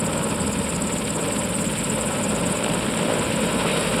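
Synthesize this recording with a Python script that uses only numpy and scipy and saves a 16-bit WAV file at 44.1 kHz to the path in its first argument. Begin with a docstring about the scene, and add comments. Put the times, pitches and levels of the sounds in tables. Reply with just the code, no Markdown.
"""An open apron, where a four-bladed turbine helicopter runs, its rotors slowly gaining speed.
Gears and compressor whine faintly over a sinking low hum, and the turbulent exhaust roars.
The tail rotor hums and for a moment chops hard as it cuts the main rotor's wake. Every main blade
swishes past with its own falling whistles. The microphone has a deep treble notch."""
import sys
import numpy as np
from scipy.fft import rfft, irfft, next_fast_len
from scipy.io import wavfile
from scipy.ndimage import map_coordinates

SR = 44100
rng = np.random.default_rng(int(sys.argv[2]) if len(sys.argv) > 2 else 0)


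def to_wav(sig):
    """Store sig (one row per channel, or 1-D mono) as 16-bit WAV at the path in sys.argv[1].

    Samples outside -1..1 are clipped; the rate is SR.
    """
    pcm = np.clip(np.atleast_2d(sig), -1, 1) * 32767
    pcm = np.round(pcm).astype(np.int16)
    wavfile.write(sys.argv[1], SR, pcm.T)  # frames by channels


N = 176400
TIME = np.arange(N) / SR

BLADES, PASS_HZ, FIRST_PASS_S = 4, 17.194, .0058  # main rotor; blade passes a second at the start
TAIL_RATIO = 3.048  # tail blade passes per main blade pass
ROTOR_SPEEDUP_PER_S, TURBINE_SPEEDUP_PER_S = .01394, .009  # fractions of the starting speed


def amp(db):
    """Decibels to gain."""
    return 10 ** (np.asarray(db) / 20)


def unit(x):
    """Scale to rms 1."""
    return x / np.sqrt(np.mean(np.abs(x) ** 2) + 1e-20)


def curve(rows, column=1):
    """One column of a time table, one value per sample."""
    rows = np.asarray(rows)
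    return np.interp(TIME, rows[:, 0], rows[:, column])


def wobble(rate):
    """A smooth random curve, rate knots a second."""
    return map_coordinates(rng.standard_normal(8192), [TIME * rate], mode="wrap")


def filtered(x, gain):
    """x times a gain that depends on frequency."""
    size = next_fast_len(N + 8192)
    return irfft(rfft(x, size) * gain(np.fft.rfftfreq(size, 1 / SR)), size)[:N]


def noise(colour):
    """Noise of rms 1 with the given EQ curve, dying away beyond its ends."""
    points_hz, db = np.transpose(colour)
    log_hz = np.log(np.r_[points_hz[0] / 2, points_hz, points_hz[-1] * 2])
    db = np.r_[db[0] - 40, db, db[-1] - 40]
    return unit(filtered(rng.standard_normal(N), lambda hz: amp(np.interp(np.log(hz + 1), log_hz, db))))


def sine(cycles):
    """A tone of rms 1 that follows a running count of cycles."""
    return unit(np.sin(2 * np.pi * cycles))


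def run_up(speedup):
    """Cycles turned by a shaft that starts at 1 Hz and steadily speeds up."""
    return TIME + speedup * TIME ** 2 / 2


def nearest(phase, count=1):
    """Signed distance to the nearest multiple of count."""
    return (phase + count / 2) % count - count / 2


def bell(offset, width):
    """A smooth swell around offset 0."""
    return np.exp(-(offset / width) ** 2 / 2)


def per_pass(phase, count=1):
    """A normal random value, drawn anew every count passes."""
    return rng.standard_normal(256)[np.round(phase / count).astype(int) % 256]


# The low hum underneath. Each row: time in seconds, pitch in Hz, level in dB.
DRONE_GLIDE = [(0, 85.8, -45), (.5, 77.7, -36.5), (1.2, 71, -45), (1.8, 61, -48), (2.4, 53.2, -41),
               (3, 52, -55), (4, 52, -62)]


def drone():
    """A low hum that sinks and fades behind the rotors."""
    level_db = curve(DRONE_GLIDE, column=2) + wobble(6.8)
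    return amp(level_db) * sine(np.cumsum(curve(DRONE_GLIDE)) / SR)


def whines(tones, speedup, flutter=.0021):
    """Thin fluttering tones that rise with their shaft."""
    out = np.zeros(N)
    for hz, first_db, last_db in tones:
        cycles = hz * (run_up(speedup) + flutter * np.cumsum(wobble(120)) / SR)
        out += amp(np.linspace(first_db, last_db, N) + 1.1 * wobble(9.7)) * sine(cycles)
    return out


# Gear tones. Each row: starting pitch in Hz, opening level in dB, closing level in dB.
GEAR_TONES = [(579.3, -50.5, -37.5), (1295, -50, -47)]


def gears():
    """The gears whine, climbing in step with the rotors."""
    return whines(GEAR_TONES, ROTOR_SPEEDUP_PER_S)


# Compressor tones. Each row: starting pitch in Hz, opening and closing level in dB before the fader.
TURBINE_TONES = [(3664, -62, -44), (4650, -75, -56), (10350, -67, -50)]
# Their shared fader. Each row: time in seconds, gain in dB.
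TURBINE_FADER = [(0, 9), (2, -4), (2.6, 2), (3.3, -4), (3.75, 5.5), (4, -1)]


def turbine():
    """The compressor's high whines swell together and climb more slowly than the rotors."""
    return amp(curve(TURBINE_FADER)) * whines(TURBINE_TONES, TURBINE_SPEEDUP_PER_S)


# Faders for the roar's three bands. Each row: time in seconds, level in dB.
BASS_FADER = [(0, -26), (.4, -27), (.9, -28), (1.3, -28), (2.0, -28), (2.4, -26.5), (2.7, -26.5),
              (3.0, -28), (3.3, -26), (4, -27.5)]
MIDDLE_FADER = [(0, -28.5), (.25, -27), (.6, -30.5), (1.1, -30), (1.3, -27.5), (1.55, -31), (1.8, -32),
                (2, -28), (2.45, -27.5), (2.64, -27.5), (2.9, -29.5), (3.17, -25.5), (3.35, -29),
                (3.65, -25), (4, -25.5)]
TREBLE_FADER = [(0, -36), (.6, -36.5), (1.1, -37.5), (1.3, -34), (1.6, -35.5), (2.0, -34.5), (2.35, -34),
                (2.7, -34.5), (3.1, -32), (3.5, -31.5), (3.75, -28.5), (4, -31)]
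# Their tone. Each row: frequency in Hz, relative level in dB.
BASS_EQ = [(12, -44), (25, -25), (38, -25), (52, -18), (90, -11), (135, -7), (175, 1), (235, -3), (300, -6),
           (355, -13.5), (450, -69)]
MIDDLE_EQ = [(280, -16), (370, -3.5), (440, 1), (575, 3), (700, -10), (850, -6), (1000, -4), (1200, -13.5),
             (1340, -8), (1550, -14.5), (2000, -29)]
TREBLE_EQ = [(1200, -2), (1550, 1), (2050, -1), (2400, 4), (3200, 1), (4300, -6.5), (5400, -6.5),
             (7000, -13.5), (11000, -58)]


def exhaust(passes, throb_db=.77, lag_passes=.48):
    """Turbulent roar in three flickering bands; each main blade makes it throb."""
    bass = amp(curve(BASS_FADER) + 1.17 * wobble(30)) * noise(BASS_EQ)
    middle = amp(curve(MIDDLE_FADER) + 1.03 * wobble(45)) * noise(MIDDLE_EQ)
    treble = amp(curve(TREBLE_FADER) + .91 * wobble(50)) * noise(TREBLE_EQ)
    throb = amp(throb_db * np.cos(2 * np.pi * (passes - lag_passes)))
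    return (bass + middle + treble) * throb


# The bite of the rasp. Each row: frequency in Hz, relative level in dB.
RASP_EQ = [(1500, -19), (2300, -8), (2650, -3), (3100, -9), (4200, -26)]


def exhaust_rasp(at_s=3.702, width_s=.022, level_db=-28.5):
    """The roar rasps briefly in a narrow treble band."""
    return amp(level_db + 1.6 * wobble(150)) * bell(TIME - at_s, width_s) * noise(RASP_EQ)


# Tail harmonics. Each row: multiple of the tail blade rate, opening level in dB, closing level in dB.
TAIL_HARMONICS = [(1, -49, -45.5), (2, -45.5, -41), (3, -43, -68), (4, -36.5, -36.5)]


def tail_hum(tail_passes):
    """The tail blades hum at their passing rate and its harmonics."""
    out = np.zeros(N)
    for harmonic, first_db, last_db in TAIL_HARMONICS:
        level_db = np.linspace(first_db, last_db, N) + 1.45 * wobble(5.1)
        out += amp(level_db) * sine(harmonic * tail_passes + rng.random())
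    return out


# Faders for the chop's noisy edge and the thump under it. Each row: time in seconds, peak level in dB.
CHOP_FADER = [(0, -30), (1.68, -41), (1.755, -25), (1.83, -34), (2.5, -39), (2.6, -25), (2.66, -21.5),
              (2.71, -25), (2.9, -24), (3.13, -27.5), (3.27, -30), (4, -36)]
THUMP_FADER = [(0, -45), (2.5, -46), (2.64, -16.5), (2.78, -29), (3.0, -24), (3.11, -12), (3.19, -16),
               (3.3, -28), (4, -26)]
# The tone of that edge. Each row: frequency in Hz, relative level in dB.
CHOP_EQ = [(150, 14), (500, 1.5), (900, 15.5), (1800, 8.5), (2900, 11.5), (4500, -3.5), (8000, -2),
           (14000, -40)]


def tail_chop(tail_passes, lead_passes=.11, burst_width=.074, thump_width=.029):
    """Each tail blade cuts the main rotor's wake with a burst of noise and a pressure pulse."""
    phase = tail_passes + lead_passes
    offset = nearest(phase)  # in tail blade passes, like both widths
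    burst_db = curve(CHOP_FADER) + 1.6 * per_pass(tail_passes)
    burst = bell(offset, burst_width) * amp(burst_db) * noise(CHOP_EQ)
    pulse = (1 - (offset / thump_width) ** 2) * bell(offset, thump_width)  # a peak between two troughs
    return burst + pulse * amp(curve(THUMP_FADER) + per_pass(phase))


# The sizzle's fader. Each row: time in seconds, level in dB.
SIZZLE_FADER = [(0, -47), (1.2, -46.5), (2.0, -44), (2.6, -49), (4, -44)]
# Its bright top. Each row: frequency in Hz, relative level in dB.
SIZZLE_EQ = [(8000, -3), (10500, 2), (12500, -1.5), (14000, -7.5), (15700, -15)]


def sizzle(passes, lead_passes=.075, width_passes=.13, grain_db=5):
    """A crackly top edge that leads each main blade's swish."""
    level_db = curve(SIZZLE_FADER) + grain_db * np.minimum(wobble(260), 2)
    return bell(nearest(passes + lead_passes), width_passes) * amp(level_db) * noise(SIZZLE_EQ)


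# The eddies' fader. Each row: time in seconds, peak level in dB of a chirp at the centre pitch.
EDDY_FADER = [(0, -31), (1.2, -22.5), (1.9, -19.5), (2.5, -24.5), (2.8, -29), (4, -30)]


def eddies(passes, count=420, centre_hz=8544, fall_per_s=4.7, width_s=.001, spread_passes=.29):
    """Stray eddies give tiny falling chirps, bunched around the moments when a blade passes."""
    lag, pitch, size, start_phase = rng.standard_normal((count, 4)).T
    at_pass = np.floor(np.linspace(0, passes[-1], count)) + spread_passes * lag
    at_sample = np.interp(at_pass, passes, np.arange(N)).astype(int)
    hz = centre_hz * np.exp(.191 * pitch)
    db = curve(EDDY_FADER)[at_sample] + 2 * size
    db -= 6 * np.abs(hz - centre_hz) / 1e3  # quieter with every kHz off centre
    window = np.arange(-400, 400)
    t = window / SR
    cycles = hz[:, None] * (t - fall_per_s * t * t / 2) + start_phase[:, None]
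    chirps = amp(db)[:, None] * bell(t, width_s) * np.sin(2 * np.pi * cycles)
    return np.bincount(((at_sample[:, None] + window) % N).ravel(), chirps.ravel(), N)


# Each blade's own whistles. Each row: blade number, lag in passes, pitch in Hz,
# level in dB before the fader, swell width in passes, fall of log pitch per pass.
WHISTLE_VOICES = [(0, .13, 8210, -31, .11, 1.3), (0, .05, 7650, -30.5, 0.2, 0.15),
                  (0, -0.099, 10180, -44.5, 0.13, .5), (1, .07, 7480, -30.5, 0.23, .2),
                  (1, -.13, 11340, -53.5, 0.18, 0.14), (2, .13, 7800, -29, 0.082, .5),
                  (3, .08, 7655, -29.5, 0.22, 0.28)]
# Their shared fader. Each row: time in seconds, gain in dB.
WHISTLE_FADER = [(0, 3.5), (1, 3.5), (2, 3.5), (2.5, 4), (2.8, -0.5), (3.4, 0), (4, -10)]


def blade_whistles(passes, band_hz=750, jitter_passes=.04, grain_db=2.5, release_ratio=.48):
    """Each blade sheds rough, narrow bands of noise that swell, fall in pitch and break off."""
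    out = np.zeros(N)
    for blade, lag, hz, db, width, fall in WHISTLE_VOICES:
        phase = passes - blade - lag
        offset = nearest(phase, BLADES) + jitter_passes * per_pass(phase, BLADES)
        pitch_hz = hz * np.exp(-fall * offset + .02 * per_pass(phase, BLADES))
        band = unit(wobble(2 * band_hz) + 1j * wobble(2 * band_hz))
        tone = unit(np.real(band * np.exp(2j * np.pi * np.cumsum(pitch_hz) / SR)))
        swell = bell(offset, width * np.where(offset < 0, 1, release_ratio))
        out += tone * swell * amp(db + grain_db * wobble(250))
    return out * amp(curve(WHISTLE_FADER))


# Faders for the main blades' hiss, swish and chuff. Each row: time in seconds, level in dB.
HISS_FADER = [(0, -35), (1, -35.5), (2, -34), (2.8, -35), (4, -31.5)]
SWISH_FADER = [(0, -48), (.5, -39), (1.2, -42), (2, -45.5), (2.5, -41), (2.8, -48), (3.4, -50), (4, -44)]
CHUFF_FADER = [(0, -41), (.6, -34), (1.05, -33), (1.8, -33), (2.5, -37), (4, -32)]
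# Their tone; slaps share the chuff's. Each row: frequency in Hz, relative level in dB.
HISS_EQ = [(5000, -6), (6700, -6.5), (7600, 5), (8500, 5), (9700, -0.5), (10600, -7.5), (11200, -13),
           (13000, -15), (15700, -30)]
SWISH_EQ = [(5000, 8), (6700, -27), (7600, 6), (8800, -10.5), (9900, 10.5), (11200, -32), (13000, -36),
            (15700, -34)]
CHUFF_EQ = [(800, -15), (2800, 0), (5000, -10), (9000, -4), (15000, -37)]
# Sharper slaps of single blades. Each row: time of the peak in seconds, level in dB.
SLAP_HITS = [(0.135, -28.5), (0.311, -29), (0.966, -41), (1.024, -40), (1.08, -31), (1.369, -36),
             (2.44, -38), (2.495, -40)]


def main_rotor(passes, swish_lag_passes=.057, chuff_lag_passes=.54, slap_width_s=.0045):
    """Blades sweep the air: grainy hiss, a swish for each, a soft chuff in between and the odd slap."""
    swish_db = curve(SWISH_FADER) + per_pass(passes) + 6 * wobble(220)  # the fast wobble adds grain
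    swish = bell(nearest(passes - swish_lag_passes), width=.26) * amp(swish_db)
    chuff_phase = passes - chuff_lag_passes
    chuff = bell(nearest(chuff_phase), width=.13) * amp(curve(CHUFF_FADER) + per_pass(chuff_phase))
    slaps = sum(amp(db) * bell(TIME - at_s, slap_width_s) for at_s, db in SLAP_HITS)
    hiss = amp(curve(HISS_FADER) + 2.03 * wobble(130))
    return swish * noise(SWISH_EQ) + (chuff + slaps) * noise(CHUFF_EQ) + hiss * noise(HISS_EQ)


def scene():
    """The helicopter in mono; both rotors and the gears share one drive."""
    passes = PASS_HZ * (run_up(ROTOR_SPEEDUP_PER_S) - FIRST_PASS_S)  # running count of main blades
    main = main_rotor(passes) + blade_whistles(passes) + eddies(passes) + sizzle(passes)
    tail = tail_hum(TAIL_RATIO * passes) + tail_chop(TAIL_RATIO * passes)
    roar = exhaust(passes) + exhaust_rasp()
    return (main + tail + roar + turbine() + gears() + drone())[None]


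NOTCH_HZ, NOTCH_WIDTH_HZ, TOP_HZ = 6310, 1420, 15750


def record(dry):
    """The microphone scoops a deep notch out of the treble, and the very top is cut off."""
    notch = lambda hz: np.abs(hz - NOTCH_HZ) / np.hypot(hz - NOTCH_HZ, NOTCH_WIDTH_HZ)
    return filtered(dry[0], lambda hz: notch(hz) * (hz < TOP_HZ))[None]


dry = scene()
out = record(dry)
to_wav(out)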